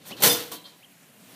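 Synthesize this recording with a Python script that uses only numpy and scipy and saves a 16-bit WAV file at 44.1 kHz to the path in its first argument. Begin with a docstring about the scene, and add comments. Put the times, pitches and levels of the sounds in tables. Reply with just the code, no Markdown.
"""A bare wood, with the microphone right beside a wire cage trap as its sheet-metal door slides, slams and bounces.
Each contact is a fading chatter of tiny knocks that rings the dense wire mesh, made of decaying noise bands.
Door panel and loose latch rod add clearer modes, as ringing resonators.
A small bird gives two upward chirps, gliding sines with a faint echo, over noise for distant rumble and soft hiss."""
import sys
import numpy as np
from scipy import signal
from scipy.io import wavfile

SR = 44100
rng = np.random.default_rng(int(sys.argv[2]) if len(sys.argv) > 2 else 0)


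def file_out(sig):
    """Save sig as 16-bit WAV at sys.argv[1]."""
    # one column per channel
    cols = np.atleast_2d(sig).T
    # limit, then scale
    lim = np.clip(cols, -1, 1)
    pcm = np.round(lim * 32767).astype(np.int16)
    wavfile.write(sys.argv[1], SR, pcm)


def gain_from_db(level_db):
    """Convert decibel levels to linear amplitude factors (20 dB per decade)."""
    decades = np.asarray(level_db, float) / 20
    return 10 ** decades


N = 59535  # length in samples
SPOTS = 6  # places on the mesh where knocks land


def rms_one(x):
    """Scale to rms 1."""
    return x / np.sqrt(np.mean(x ** 2) + 1e-20)


def in_time(rows):
    """Columns of a table joined by straight lines in time."""
    s, *columns = np.transpose(rows)
    return [np.interp(np.arange(N) / SR, s, c) for c in columns]


def at_hz(points, hz):
    """Read a table on a log-frequency axis."""
    table_hz, values = np.transpose(points)
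    return np.interp(np.log(hz), np.log(table_hz), values)


def cut(x, hz, kind, order=2):
    """Butterworth filter."""
    return signal.sosfilt(signal.butter(order, hz, kind, fs=SR, output="sos"), x)


def drift(rate_hz):
    """Slow random wander of rms 1: noise through two equal low-pass poles."""
    step = 40  # samples between computed points
    pole = np.exp(-2 * np.pi * rate_hz * step / SR)
    noise = rng.standard_normal(N // step + 2002)
    slow = signal.lfilter([1], [1, -2 * pole, pole * pole], noise)[2000:]  # settled part only
    return np.interp(np.arange(N) / step, np.arange(len(slow)), rms_one(slow))


def bands(spectrum):
    """Half-octave noise bands at the level of a spectrum: (centre Hz, noise)."""
    edges = 35 * 2 ** np.arange(0, 9.1, .5)
    white = rng.standard_normal((2, N + 4000))  # neighbouring bands take turns
    parts = []
    for k, (lo, hi) in enumerate(zip(edges, edges[1:])):
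        centre = np.sqrt(lo * hi)
        noise = cut(white[k % 2], [lo, hi], "band")[-N:]
        parts.append((centre, gain_from_db(at_hz(spectrum, centre)) * noise))
    return parts


def knocks(per_s):
    """Tiny knocks at random times, of uneven size and either sign; rms 1."""
    spread_db = 4.5
    sizes = gain_from_db(spread_db * np.minimum(rng.exponential(1, N), 4)) * rng.choice([-1, 1], N)
    return rms_one(sizes * (rng.random(N) < per_s / SR))


def three_tone(x, hard, middle, dull):
    """Hard contact drives the treble, dull contact the bass: three ranges, each with its own level."""
    dull_below_hz, hard_above_hz = 1125, 5030
    treble = cut(x * hard, hard_above_hz, "high")
    bass = cut(x * dull, dull_below_hz, "low")
    return treble + bass + cut(x * middle, [dull_below_hz, hard_above_hz], "band", order=1)


def forces():
    """The force on the mesh, one row for each spot: fading chatter at each contact, plus the slide."""
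    # Contacts of door and cage. Each row: start in seconds, time for the chatter to fade 20 dB in seconds,
    # then the levels of the hard, middle and dull parts in dB.
    contacts = [(0.107, 0.0252, -68, -33, -28), (0.166, 0.21, -49, -37.5, -59),
                (0.201, 0.2325, -32, -30.5, -27.5), (0.2216, 0.0219, -7, -8, -17),
                (0.234, 0.0365, -2.5, -5, -10.5), (0.254, 0.0333, -7, -7, -21),
                (.27, 0.08, -12.5, -15.5, -21), (0.288, 0.1, -29, -20.5, -25.5),
                (0.316, 0.0574, -18, -42, -33), (0.347, 0.1474, -26, -23, -32.5),
                (0.5152, 0.0556, -26.5, -27, -31.5), (0.652, 0.14, -65, -46, -56),
                (1.287, 0.1452, -49, -47.5, -47.5)]
    # The door scrapes in its guides. Each row: time in seconds, hard, middle and dull parts in dB.
    slide_path = [(.035, -72, -54.5, -71), (.06, -41, -39, -50), (.08, -35, -40, -46),
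                  (.1, -42.5, -36, -39.5), (.12, -65, -47.5, -58), (.135, -77, -75, -75)]
    first_knock_db = 10  # one firm knock opens each contact, above the rms of the chatter
    t = np.arange(N) / SR
    power = np.zeros((3, N))
    chatter = knocks(3000)
    for s, fade, hard_db, middle_db, dull_db in contacts:
        envelope = (t >= s) * gain_from_db(-20 * np.abs(t - s) / fade)
        power = power + np.outer(gain_from_db([hard_db, middle_db, dull_db]), envelope) ** 2
        chatter[int(s * SR) + 1] = gain_from_db(first_knock_db)
    scrape = knocks(9000)
    slide = gain_from_db(in_time(slide_path))
    spot = rng.integers(0, SPOTS, N)  # where each knock lands
    rows = []
    for k in range(SPOTS):
        contact_force = three_tone(chatter * (spot == k), *np.sqrt(power))
        rows.append(contact_force + three_tone(scrape * (spot == k), *slide))
    return rows


def mesh(rows):
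    """Countless close modes: each spot answers with its own noise that dies band by band."""
    # Colour of the ringing wire. Each row: frequency in Hz, relative density in dB per Hz.
    wire_colour = [(35, -58), (60, -27), (123, -5), (320, -6), (792, -7.5), (1020, -8), (2250, -15.5),
                   (3930, -6.5), (7720, -14.5), (14500, -13), (15500, -11)]
    # How long the wire rings. Each row: frequency in Hz, time to fall 60 dB in seconds.
    wire_t60 = [(100, 0.4), (300, 0.35), (1000, 0.22), (3000, 0.19), (6000, 0.17), (14000, 0.13)]
    crack_db, crack_t60_s = 1.5, 0.03  # short crack at the head of each knock
    t = np.arange(N // 2) / SR
    parts = bands(wire_colour)
    out = 0
    for k, force in enumerate(rows):
        answer = 0
        for hz, noise in parts:
            own_noise = np.roll(noise, -k * N // SPOTS)[:N // 2]
            answer = answer + own_noise * gain_from_db(-60 * t / at_hz(wire_t60, hz))
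        answer = answer * (1 + gain_from_db(crack_db - 60 * t / crack_t60_s))
        answer = answer / np.sqrt(np.sum(answer ** 2))  # energy 1
        out = out + signal.fftconvolve(force, answer)[:N]
    return out


def struck(modes, blows):
    """Each blow sets every mode ringing with a strength of its own; loose parts make each ring waver."""
    mode_spread_db, split_hz = 1.5, 1200  # split: between low and high modes
    wobble_db, wobble_hz = 2.5, 20  # depth reached from split_hz up, less below
    s, low_db, high_db = np.transpose(blows)
    chance_db = mode_spread_db * rng.standard_normal((len(s), len(modes)))
    out = 0
    for k, (hz, level_db, t60) in enumerate(modes):
        blow_db = low_db if hz < split_hz else high_db
        clicks = np.full(N, 1e-18)  # tiny floor instead of zeros
        clicks[(s * SR).astype(int)] = gain_from_db(level_db + blow_db + chance_db[:, k]) * (-1) ** k
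        r, w = gain_from_db(-60 / (t60 * SR)), 2 * np.pi * hz / SR  # decay and turn per sample
        ring = signal.lfilter([0, np.sin(w)], [1, -2 * r * np.cos(w), r * r], clicks)
        waver = gain_from_db(wobble_db * np.minimum(hz / split_hz, 1) * drift(wobble_hz))
        out = out + waver * ring
    return out


def door():
    """The sheet-metal panel rings in long, separate modes when knocked."""
    # Panel modes. Each row: frequency in Hz, relative level in dB, time to fall 60 dB in seconds.
    panel_modes = [(290, -6, .45), (313, -11, .65), (445, -10, .6), (483, 0, .55), (695, -10, .6),
                   (2040, -16, .4), (2916, -15, .5), (3252, -13, .4), (3535, -1, .25), (3566, -1, .26),
                   (4983, -5, .3), (5512, -8, .26), (5884, -7, .2), (6106, -7, .26), (9970, -8, .18),
                   (10250, -8, .18), (10650, -8, .18)]
    # Knocks on the panel. Each row: start in seconds, level of low modes in dB, level of high modes in dB.
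    panel_knocks = [(.262, -23.5, -42.5), (.296, -46, -24), (.5175, -44, -51)]
    return struck(panel_modes, panel_knocks)


def latch_rod():
    """The loose latch rod clinks in modes of its own."""
    # Rod modes. Each row: frequency in Hz, relative level in dB, time to fall 60 dB in seconds.
    rod_modes = [(580, -4, .1), (720, -3, .09), (990, -7, .5), (1130, -2, .2), (3160, -3, .25),
                 (3240, -4, .2), (3560, -3, .25), (3950, -1, .33), (4315, -2, .18), (4365, -3, .18),
                 (4587, -11, .2), (4985, -11, .2)]
    # Clinks of the rod. Each row: start in seconds, level of low modes in dB, level of high modes in dB.
    clinks = [(.104, -48, -73), (0.166, -80, -48.5), (.518, -39, -49), (.555, -65.5, -48),
              (0.641, -58, -54), (0.653, -53.5, -46.5)]
    return struck(rod_modes, clinks)


def bird():
    """Upward whistles, sines gliding along one pattern, with a faint echo off the trees."""
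    # One chirp. Each row: seconds after its start, pitch in Hz, relative level in dB.
    whistle = [(0, 1786, -17), (.016, 1970, -14), (0.028, 2270, -10), (.034, 2620, -2), (.041, 3020, -2),
               (0.049, 3064, 0), (0.055, 2790, -6), (.068, 2600, -20)]
    # The chirps heard. Each row: start in seconds, level in dB, pitch factor.
    calls = [(.086, -40.5, .99), (0.798, -50, 1.04)]
    echo_s, echo_db = 0.018, -18
    t = np.arange(N) / SR
    s, hz, db = np.transpose(whistle)
    out = 0
    for start, level_db, factor in calls:
        pitch = factor * np.interp(t - start, s, hz) * (1 + 0.0077 * drift(70))
        on = (t > start) & (t < start + s[-1])
        loudness = gain_from_db(level_db + np.interp(t - start, s, db) + 1.5 * drift(80))
        tone = np.sqrt(2) * np.sin(2 * np.pi * np.cumsum(pitch) / SR)  # rms 1
        out = out + on * loudness * tone
    return out + gain_from_db(echo_db) * np.roll(out, int(echo_s * SR))


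def background():
    """Slightly lumpy low rumble and smoother hiss: noise bands that drift, each group on its own level."""
    # Colour of rumble and hiss. Each row: frequency in Hz, relative density in dB per Hz.
    air_colour = [(30, -26), (60, -10), (110, -2.5), (180, 3), (280, -1), (380, -13), (550, -5),
                  (1000, -13), (2500, -10.5), (5000, -18.5), (9000, -16), (15500, -17)]
    # Their course. Each row: time in seconds, rumble level in dB, hiss level in dB.
    air_levels = [(0, -49.5, -59), (.05, -53, -57), (.2, -46, -52.5), (.7, -61.5, -56.5), (.85, -60, -57),
                  (1.15, -59.5, -56), (1.35, -54, -51.5)]
    rumble_below_hz = 500
    rumble_db, hiss_db = in_time(air_levels)
    parts = bands(air_colour)
    rumble = sum(b * gain_from_db(2.0 * drift(20)) for hz, b in parts if hz < rumble_below_hz)
    hiss = sum(b * gain_from_db(1.2 * drift(12)) for hz, b in parts if hz >= rumble_below_hz)
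    return gain_from_db(rumble_db) * rms_one(rumble) + gain_from_db(hiss_db) * rms_one(hiss)


def scene():
    """One microphone feeds both channels."""
    trap = mesh(forces()) + door() + latch_rod()
    return np.tile(trap + bird() + background(), (2, 1))


def band_limit(x):
    """A steep low-pass at the top of the band."""
    return signal.sosfilt(signal.butter(12, 16450, fs=SR, output="sos"), x)


def record(dry):
    """The microphone drops the deep bass and rounds the peaks, then a steep filter cuts the top."""
    low_cut_hz, top_cut_hz, overload_top = 129, 15750, .9
    heard = overload_top * np.tanh(cut(dry, low_cut_hz, "high") / overload_top)
    top_cut = signal.cheby2(16, 60, top_cut_hz, fs=SR, output="sos")
    return band_limit(signal.sosfilt(top_cut, heard))


dry = scene()
out = record(dry)
file_out(out)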